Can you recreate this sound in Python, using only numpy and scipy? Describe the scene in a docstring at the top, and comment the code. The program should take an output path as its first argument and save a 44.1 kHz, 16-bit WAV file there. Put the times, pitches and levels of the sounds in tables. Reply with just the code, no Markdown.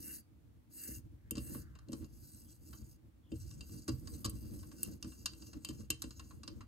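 """A hand tap is turned into a cast metal part, push by push, with the microphone right at the casting.
From the start the rubbing steel hisses as grainy noise with crumb ticks; the heavy part rumbles on its bench as
low noise in a quiet workshop of faint air and tail. Soon pushes knock its low modes, and the hand slides along
the wrench as a sinking noise band. Then chips snap and the wrench clicks in its play: noise bursts that ring the
same metal as the rubbing, with decaying sines from the steel. Later come two faint squeaks, falling sines."""
import sys
import numpy as np
from scipy import signal
from scipy.fft import rfft, irfft
from scipy.io import wavfile

SR = 44100
rng = np.random.default_rng(int(sys.argv[2]) if len(sys.argv) > 2 else 0)


def output_pcm(signal):
    """Save a mono or channel-first signal as 16-bit PCM at the path in sys.argv[1].

    Samples are clipped to [-1, 1] before scaling.
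    """
    pcm = np.clip(np.atleast_2d(signal).T, -1, 1) * 32767
    wavfile.write(sys.argv[1], SR, np.round(pcm).astype(np.int16))


N = 294147  # length [samples]

# Levels in the tables are starting levels: the layers trim them and the casting colours them.
# pushes of the hand that turn the tap:
# (start [s], length [s], scraping [dB], fine hiss [dB], load on the part [dB], deep rocking [dB])
PUSHES = [(-0.04, 0.26, -65.5, -52, -55, -67), (0.693, 0.32, -67.5, -52.5, -56.5, -81),
          (1.342, 0.31, -70.5, -56, -49, -63), (1.873, 0.22, -78, -72.5, -49.5, -50),
          (2.05, 0.57, -75, -66, -61.5, -63), (2.575, 0.27, -75, -66, -57.5, -50),
          (2.777, 0.2, -78.5, -72.5, -65, -51.5), (3.284, 0.33, -74, -70, -57, -46),
          (3.56, 0.33, -70.5, -66, -50.5, -47), (3.834, 0.22, -76.5, -67.5, -52.5, -51),
          (4.005, 0.27, -72, -63, -46.5, -49), (4.229, 0.52, -75, -65.5, -48.5, -48),
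          (4.674, 0.32, -69.5, -64, -45.5, -47), (4.977, 0.3, -73.5, -68.5, -51.5, -51),
          (5.219, 0.41, -74, -71.5, -51, -49.5), (5.563, 0.33, -74, -71.5, -51.5, -49.5),
          (5.853, 0.61, -79, -73.5, -56.5, -49), (6.371, 0.29, -84.5, -79, -54.5, -46.5)]
# chips snapping and the wrench clicking:
# (time [s], tick [dB], low clack [dB], top sparkle [dB], ring of the steel [dB])
CLICKS = [(1.3088, -52, -64, -30, -52.5), (1.3537, -38.5, -56, -75, -55), (1.369, -36, -58.5, -80, -75),
          (1.3803, -35, -61, -60, -58), (1.546, -55, -51, -62, -83), (1.752, -52, -59, -78, -69),
          (1.788, -45.5, -65, -79.5, -84), (1.8854, -50, -79, -78, -70), (1.9203, -42, -75, -53, -71),
          (1.93, -33.5, -56, -58, -75), (2.044, -45.5, -72, -73, -74), (2.729, -45.5, -54, -58, -69),
          (3.3178, -54, -70, -87, -61), (3.511, -42.5, -73, -66, -69), (3.6082, -37, -71, -67, -57.5),
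          (3.879, -31, -46, -38, -82.5), (3.8904, -32.5, -53, -50, -74), (4.0729, -35.5, -56, -69, -78),
          (4.2449, -27, -44.5, -36, -73), (4.2509, -31.5, -49, -33, -74), (4.26, -28.5, -59.5, -45, -67),
          (4.296, -64, -84, -39.5, -87), (4.629, -48.5, -58.5, -75, -82), (4.715, -45, -60.5, -73, -72),
          (4.831, -56, -65, -28.5, -53.5), (5.0265, -31, -65, -48, -62), (5.044, -42, -60.5, -71, -65),
          (5.119, -47, -63, -80, -82), (5.2578, -22.5, -48, -34, -51), (5.334, -44, -68, -75, -63),
          (5.4219, -42, -65.5, -78, -69), (5.531, -40.5, -57, -81, -90), (5.6479, -33.5, -64, -42, -47.5),
          (5.688, -34, -63, -46, -51.5), (5.703, -41, -60, -70, -66), (5.805, -48.5, -66.5, -78, -88),
          (5.9029, -22, -51, -26.5, -41.5), (6.02, -28, -54, -36, -67), (6.0395, -44, -58, -70, -55.5),
          (6.107, -39, -63, -77, -69), (6.1945, -36, -52.5, -78, -86), (6.3062, -48.5, -56, -80, -91),
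          (6.433, -38, -57, -77, -78), (6.4775, -34, -57, -70, -62.5), (6.6066, -46.5, -50.5, -84, -86)]
# knocks of the part on the bench: (time [s], upper modes [dB], deep modes [dB])
KNOCKS = [(0.885, -47.5, -43.5), (1.314, -39.5, -41), (1.371, -36.5, -48), (1.378, -41, -44.5),
          (1.552, -42.5, -46.5), (1.892, -41.5, -51), (1.929, -41.5, -45.5), (3.319, -37.5, -52),
          (3.334, -45, -36.5), (3.885, -34.5, -41), (3.896, -48, -37.5), (3.927, -45, -48),
          (4.251, -37, -35.5), (4.269, -55, -39.5), (5.041, -48.5, -45.5), (5.692, -41.5, -41),
          (5.798, -49.5, -48), (5.901, -43, -43), (6.039, -42.5, -54), (6.479, -48, -70)]
# faint falling squeaks: (time [s], level [dB])
SQUEAKS = [(2.439, -80), (3.22, -79)]
# resonances (positive) and hollows (negative) of the casting: (frequency [Hz], width [Hz], level [dB])
CASTING_MODES = [(790, 170, -7), (1105, 95, 12.5), (1520, 170, 5.5), (2764, 42, 15), (3086, 32, 11.5),
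                 (3330, 220, -7), (3990, 100, 7), (4160, 160, 7.5), (4715, 50, 16.5), (5190, 110, 10),
                 (5420, 120, -4), (5792, 120, 7.5), (6220, 120, 5), (6570, 110, 7), (6917, 91, 10),
                 (7926, 115, 10.5), (8238, 91, 13.5), (8860, 150, 11), (9620, 105, 12), (9944, 85, 10),
                 (10262, 105, 13), (10820, 140, 8), (11400, 114, 9.5), (12024, 100, 7.5), (13390, 60, 10.5)]
# low modes of the part on its bench: (frequency [Hz], level [dB], t60 [s])
BENCH_MODES = [(61.8, -9, 0.37), (86.7, 2, 0.057), (126.8, -6, 0.35), (212, 0, 0.1), (254.4, 0, 0.11),
               (318.9, 2.5, 0.15), (458, -13.5, 0.16), (558.5, -9, 0.067)]
# free modes of tap and wrench: (frequency [Hz], level [dB], t60 [s])
TOOL_MODES = [(2760, 0, .062), (3087, -1.5, .08), (3610, -6, .04), (4716, -3, .045), (4920, -3, .03),
              (6917, 0, .03), (7580, 0, .025), (7995, 1, .03)]
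# relative spectrum of the scraping edges: (frequency [Hz], density [dB per Hz])
SCRAPE_COLOUR = [(600, -8), (1000, -33), (1500, 5), (2400, -35), (2760, 1.5), (3100, -18), (4200, 2.5),
                 (5300, 8), (6500, 11), (8800, 2), (11000, -13)]
# relative spectrum of the fine hiss: (frequency [Hz], density [dB per Hz])
FINE_COLOUR = [(1100, -62), (1900, -17), (2700, -38), (3500, -55), (7000, -14.5), (8300, -5.5), (12000, 0),
               (13000, -4.5), (14200, -2.5), (16000, -2)]
# relative spectrum of the rasp in the firmest strokes: (frequency [Hz], density [dB per Hz])
RASP_COLOUR = [(230, -8), (330, 13), (550, 0), (1000, -22), (1450, -6), (1800, 8), (2200, 4), (2500, -8),
               (2760, 1), (3300, -25)]
# relative spectrum of the deep rocking: (frequency [Hz], density [dB per Hz])
DEEP_COLOUR = [(20, -43), (35, -10.5), (60, 8), (85, 6), (105, 4.5), (128, 1.5), (160, -1.5), (250, -46.5)]
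# relative spectrum of the hollow rumble under load: (frequency [Hz], density [dB per Hz])
HOLLOW_COLOUR = [(120, -48), (180, -4.5), (220, 1.5), (270, -3.5), (320, 2), (375, -15.5), (410, -26.5),
                 (452, -12.5), (500, -22.5), (560, -19), (720, -33.5), (1300, -34), (3000, -47.5)]
# relative spectrum of the workshop air: (frequency [Hz], density [dB per Hz])
SHOP_COLOUR = [(30, 12), (100, 6), (300, 10.5), (1200, 2), (6000, -9.5), (16000, -8.5)]
# phase between the two microphone ports: (frequency [Hz], lead of the left [rad])
PORT_PHASE = [(120, 0), (330, .8), (450, .6), (600, -1.6), (780, -2.4), (1100, -.8), (1460, -1.7),
              (2400, -2.3), (2760, .4), (3080, 1.2), (3960, -1), (4800, -.4), (5600, -4.8), (6300, -6.1)]

# friction and load follow the speed of a push by these powers; a skew over 1 puts its top past the middle
FRICTION_POWER, LOAD_POWER, PUSH_SKEW = 1.05, 0.5, 1.12
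# each resonance comes and goes as the point of contact moves
RUB_WANDER_DB, SNAP_WANDER_DB, WANDER_PER_S = 3, 1.4, 13
# stick and slip, slow and fast; surges of the scraping; rasp against the fine hiss
GRIP_DB, GRAIN_DB, SURGE_DB, SURGES_PER_S, RASP_DB = 1.4, 2.1, 2.8, 55, -14
# crumbs: rate at full load, level against the load, spread of sizes before clipping, decay
CRUMBS_PER_S, CRUMB_DB, CRUMB_SPREAD_DB, CRUMB_T60_S = 34, -15.5, 5, 0.018
# rumble at rest, before the trims; unevenness of the rumble
REST_DEEP_DB, REST_HOLLOW_DB, JUDDER_DB = -55, -64, 2.8
# sway after a knock, against its deep level and before the rumble's trim
SWAY_DB, SWAY_T60_S, SWAY_RISE_S = -4, 3.44, 0.0083
# weaker bump after a knock: average delay, level against the knock
BUMP_S, BUMP_DB = 0.022, -7
# workshop air and tail
SHOP_DB, SHOP_T60_S = -77, 0.19
# swish of the hand along the wrench; the flutter rate sets how wide the noise band is
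SLIDE_S, SLIDE_LENGTH_S, SLIDE_DB = 1.15, 0.85, -75
SLIDE_HZ, SLIDE_FALL_HZ_PER_S, SLIDE_FLUTTER_PER_S = 2000, 850, 900
# a click: decay of the heaviest rattle before its rise is added, decay of the sparkle, slowest rise
RATTLE_T60_S, SPARKLE_T60_S, CRUNCH_S = 0.036, 0.026, 0.0035
CRACK_DB = 2.5  # first crack of a click, against its rattle
SQUEAK_S, SQUEAK_HZ, SQUEAK_FALL_HZ_PER_S, SQUEAK_WAVER_HZ = 0.1, 3420, 4000, 210
# differences between the ports: knock strengths, and a treble lag above a given frequency
PORT_SCATTER_DB, PORT_LAG_S, LAG_FROM_HZ = 1.5, .00014, 6300
CUTOFF_HZ = 15750


def from_db(db):
    """Decibels to gain."""
    return 10 ** (np.asarray(db) / 20)


def rms_one(x):
    """Scale to rms 1."""
    return x / np.sqrt(np.mean(x ** 2) + 1e-20)


def at_bins(points):
    """Read a table at every frequency bin, interpolating along log frequency."""
    hz, value = np.transpose(points)
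    bin_hz = np.arange(N // 2 + 1) * SR / N
    return np.interp(np.log(bin_hz + 1), np.log(hz), value)


def drift(rate):
    """Random movement with rms 1: straight lines between chance values, rate of them per second."""
    knots = rng.standard_normal(int(N / SR * rate) + 2)
    return rms_one(np.interp(np.arange(N) / SR * rate, np.arange(len(knots)), knots))


def white(apart):
    """Stereo white noise; apart is the size of side against mid."""
    mid, side = rng.standard_normal((2, N))
    return mid + apart * side * np.array([[1], [-1]])


def coloured(spectrum, apart):
    """Stereo noise with a given spectrum, rms 1."""
    return rms_one(irfft(rfft(white(apart)) * from_db(at_bins(spectrum)), N))


def band(x, low_hz, high_hz):
    """Causal band-pass."""
    sos = signal.butter(2, [low_hz, min(high_hz, .45 * SR)], "band", fs=SR, output="sos")
    return signal.sosfilt(sos, x + 1e-18)


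def bursts(times, levels_db, t60s, rises_s):
    """Envelope of short bursts that build up and die away; their powers add."""
    t = np.arange(int(np.max(t60s) * SR)) / SR
    power = np.zeros(N + len(t))
    for s, level_db, t60, rise_s in zip(*np.broadcast_arrays(times, levels_db, t60s, rises_s)):
        at = int(s * SR)
        decay = from_db(level_db - 60 * t / t60)
        power[at:at + len(t)] += (decay * (1 - np.exp(-t / rise_s))) ** 2
    return np.sqrt(power[:N])


def ring(pushes, hz, t60):
    """A unit push sets a decaying sine of starting height 1 ringing."""
    r, w = from_db(-60 / (t60 * SR)), 2 * np.pi * hz / SR
    return signal.lfilter([0, np.sin(w)], [1, -2 * r * np.cos(w), r * r], pushes + 1e-18)


def arch(start_s, length_s, skew=1):
    """Half a sine over the given time, zero outside it; a skew over 1 puts the top later."""
    part = np.clip((np.arange(N) / SR - start_s) / length_s, 0, 1)
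    return np.sin(np.pi * part ** skew) * (part < 1)


def turning():
    """Gains of scraping, fine hiss, load and rocking: each push speeds the wrench up and slows it down again."""
    power = 0
    for start_s, length_s, *levels_db in PUSHES:
        speed = arch(start_s, length_s, PUSH_SKEW)
        rub, load = speed ** FRICTION_POWER, speed ** LOAD_POWER
        gains = from_db(levels_db)[:, None] * np.array([rub, rub, load, load])
        power = power + gains ** 2
    return np.sqrt(power)


def metal(force, wander_db):
    """Each resonance lifts, each hollow dips a narrow band of what shakes the metal, by a wandering amount."""
    out = force
    for hz, width_hz, level_db in CASTING_MODES:
        r = np.exp(-np.pi * width_hz / SR)
        wander = wander_db * drift(WANDER_PER_S).clip(-2, 1.3)
        lift = from_db(level_db + wander) - 1  # what to add to the plain sound
        zeros = [(1 - r * r) / 2, 0, (r * r - 1) / 2]
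        poles = [1, -2 * r * np.cos(2 * np.pi * hz / SR), r * r]
        out = out + signal.lfilter(zeros, poles, lift * force_or(out, lift))
    return out


def force_or(sound, _lift):
    """The sound as shaped by the modes so far drives the next one."""
    return sound


def friction(scrape, fine_rub):
    """Countless tiny slips make a grainy hiss; the edges catch and let go, so the scraping below it surges."""
    grip = from_db(GRIP_DB * drift(40) + GRAIN_DB * drift(400))
    surge = from_db(SURGE_DB * drift(SURGES_PER_S))
    scraping = scrape * surge * coloured(SCRAPE_COLOUR, apart=0.058)
    fine = fine_rub * coloured(FINE_COLOUR, apart=0.0064)
    # squaring favours the firmest strokes
    rasp_gain = fine_rub ** 2 / fine_rub.max() * from_db(RASP_DB)
    rasp = rasp_gain * coloured(RASP_COLOUR, apart=0.099)
    return grip * (scraping + fine + rasp)


def crumbs(load):
    """Crumbs of metal break off at random as faint ticks, more often under load."""
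    at = np.flatnonzero(rng.random(N) < CRUMBS_PER_S * load / load.max() / SR)
    spread_db = CRUMB_SPREAD_DB * rng.standard_normal(len(at)).clip(-2, 1.2)
    sizes_db = 20 * np.log10(load[at]) + CRUMB_DB + spread_db
    noise = rms_one(band(white(0.14), 820, 7000))
    return noise * bursts(at / SR, sizes_db, CRUMB_T60_S, 0.0017)


def rumble(load, rocking):
    """The part shifts unevenly on the bench under the hand, and sways on after each knock."""
    s, _, deep_db = np.transpose(KNOCKS)
    sway = bursts(s, deep_db + SWAY_DB, SWAY_T60_S, SWAY_RISE_S)
    deep_gain = np.sqrt(rocking ** 2 + sway ** 2 + from_db(REST_DEEP_DB) ** 2)
    hollow_gain = np.hypot(load, from_db(REST_HOLLOW_DB))
    judder_db = JUDDER_DB * drift(35)
    deep = deep_gain * from_db(judder_db - 8) * coloured(DEEP_COLOUR, apart=0.58)
    hollow = hollow_gain * from_db(judder_db - 4.5) * coloured(HOLLOW_COLOUR, apart=0.54)
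    return deep + hollow


def workshop_air():
    """The still air of the shop: a steady, wide noise floor."""
    return from_db(SHOP_DB) * coloured(SHOP_COLOUR, apart=1.0)


def workshop_tail(x):
    """A diffuse tail of decaying noise, different at each port."""
    t = np.arange(SR // 2) / SR
    tail = band(rng.standard_normal((2, len(t))), 400, 5600) * from_db(-60 * t / SHOP_T60_S)
    unit_tail = tail / np.sqrt(np.sum(tail ** 2) / 2)
    return signal.fftconvolve(x, unit_tail, axes=1)[:, :N]


def knocks():
    """Soft pushes, each with a loose bump after it, ring the low modes, a little differently at each port."""
    s, upper_db, deep_db = np.transpose(KNOCKS)
    bump_s = s + BUMP_S * (.5 + rng.random(len(s)))
    knock_at, bump_at = (s * SR).astype(int), (bump_s * SR).astype(int)
    out = np.zeros((2, N))
    for k, (hz, level_db, t60) in enumerate(BENCH_MODES):
        pushes = np.zeros((2, N))
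        strength_db = deep_db + 1.0 if hz < 170 else upper_db - 2.5
        shared, *by_port = rng.standard_normal((3, len(s)))
        scatter_db = 2 * shared + PORT_SCATTER_DB * np.array(by_port)
        pushes[:, knock_at] = from_db(strength_db + level_db + scatter_db)
        pushes[:, bump_at] += from_db(BUMP_DB) * pushes[:, knock_at]
        out += (-1) ** k * ring(pushes, hz, t60)  # neighbouring modes start in opposite directions
    return band(out, 24, 850)


def slide():
    """Skin slides on the wrench: a soft band of noise that sinks in pitch."""
    since_start = np.clip(np.arange(N) / SR - SLIDE_S, 0, SLIDE_LENGTH_S)
    hz = SLIDE_HZ - SLIDE_FALL_HZ_PER_S * since_start
    phase = 2 * np.pi * np.cumsum(hz) / SR
    swish = drift(SLIDE_FLUTTER_PER_S) * np.sin(phase) + drift(SLIDE_FLUTTER_PER_S) * np.cos(phase)
    return from_db(SLIDE_DB) * arch(SLIDE_S, SLIDE_LENGTH_S) * swish


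def clicks():
    """Each snap is a sharp crack and a dense rattle of reflections in the metal, with a duller clack below."""
    s, tick_db, clack_db, sparkle_db, _ = np.transpose(CLICKS)
    # bright snaps let go at once, dull contacts crunch for a few milliseconds
    brightness_db = np.maximum(tick_db, sparkle_db) - clack_db
    rise_s = np.clip(0.0086 * from_db(-.8 * brightness_db), .0003, CRUNCH_S)
    # a light chip is over at once; heavy or crunching contacts rattle on
    weight = from_db(.4 * (clack_db - clack_db.max()))
    rattle_s = np.maximum(RATTLE_T60_S * weight, .012) + 5 * rise_s

    def snap(level_db, t60):
        """Envelope of a rattle with a shorter crack in front."""
        rattle = bursts(s, level_db, t60, rise_s)
        crack = bursts(s, level_db + CRACK_DB, 0.0036, rise_s / 2)
        return rattle + crack

    clack = rms_one(band(white(0.61), 415, 1800)) * bursts(s, clack_db, 0.055, rise_s)
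    tick = rms_one(band(white(0.086), 3160, 7670)) * snap(tick_db - 13.0, rattle_s)
    sparkle = rms_one(band(white(0.019), 7500, 13300)) * snap(sparkle_db - 7.0, SPARKLE_T60_S)
    return clack + tick + sparkle


def tool_ring():
    """Every snap leaves the steel ringing briefly, each mode with a strength of its own."""
    s, *_, ring_db = np.transpose(CLICKS)
    at = ((s + .001) * SR).astype(int)
    out = np.zeros(N)
    for hz, level_db, t60 in TOOL_MODES:
        pushes = np.zeros(N)
        pushes[at] = from_db(ring_db + level_db + 2 * rng.standard_normal(len(s)))
        out += ring(pushes, hz, t60)
    return out


def squeaks():
    """A faint unsteady whistle that slides down in pitch."""
    out, t = np.zeros(N), np.arange(N) / SR
    for s, level_db in SQUEAKS:
        fall_hz = SQUEAK_FALL_HZ_PER_S * np.clip(t - s, 0, SQUEAK_S)
        hz = SQUEAK_HZ - fall_hz + SQUEAK_WAVER_HZ * drift(600)
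        out += from_db(level_db) * arch(s, SQUEAK_S) * np.sin(2 * np.pi * np.cumsum(hz) / SR)
    return out


def ports(x):
    """Low resonances reach the two ports in phases of their own; the treble arrives later on the right."""
    hz = np.arange(N // 2 + 1) * SR / N
    lead = at_bins(PORT_PHASE) + 2 * np.pi * PORT_LAG_S * np.maximum(hz - LAG_FROM_HZ, 0)
    turn = np.exp(.5j * lead * np.array([[1], [-1]]))  # half the lead to each side
    return irfft(rfft(x, axis=1) * turn, N)


def scene():
    """Friction and clicks ring the metal, over the rumble and the still air of the shop."""
    scrape, fine_rub, load, rocking = turning()
    rubbing = metal(friction(scrape, fine_rub), RUB_WANDER_DB)
    snapping = metal(clicks() + crumbs(load), SNAP_WANDER_DB)
    steel = tool_ring() * from_db([[1.5], [-1.5]])  # leans to the left
    cutting = rubbing + snapping + steel + slide() + squeaks()
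    close = ports(cutting + knocks() + rumble(load, rocking))
    return close + from_db(-13) * workshop_tail(cutting) + workshop_air()


def record(dry):
    """The top is cut steeply."""
    return signal.sosfilt(signal.ellip(10, .2, 80, CUTOFF_HZ, fs=SR, output="sos"), dry)


dry = scene()
out = record(dry)
output_pcm(out)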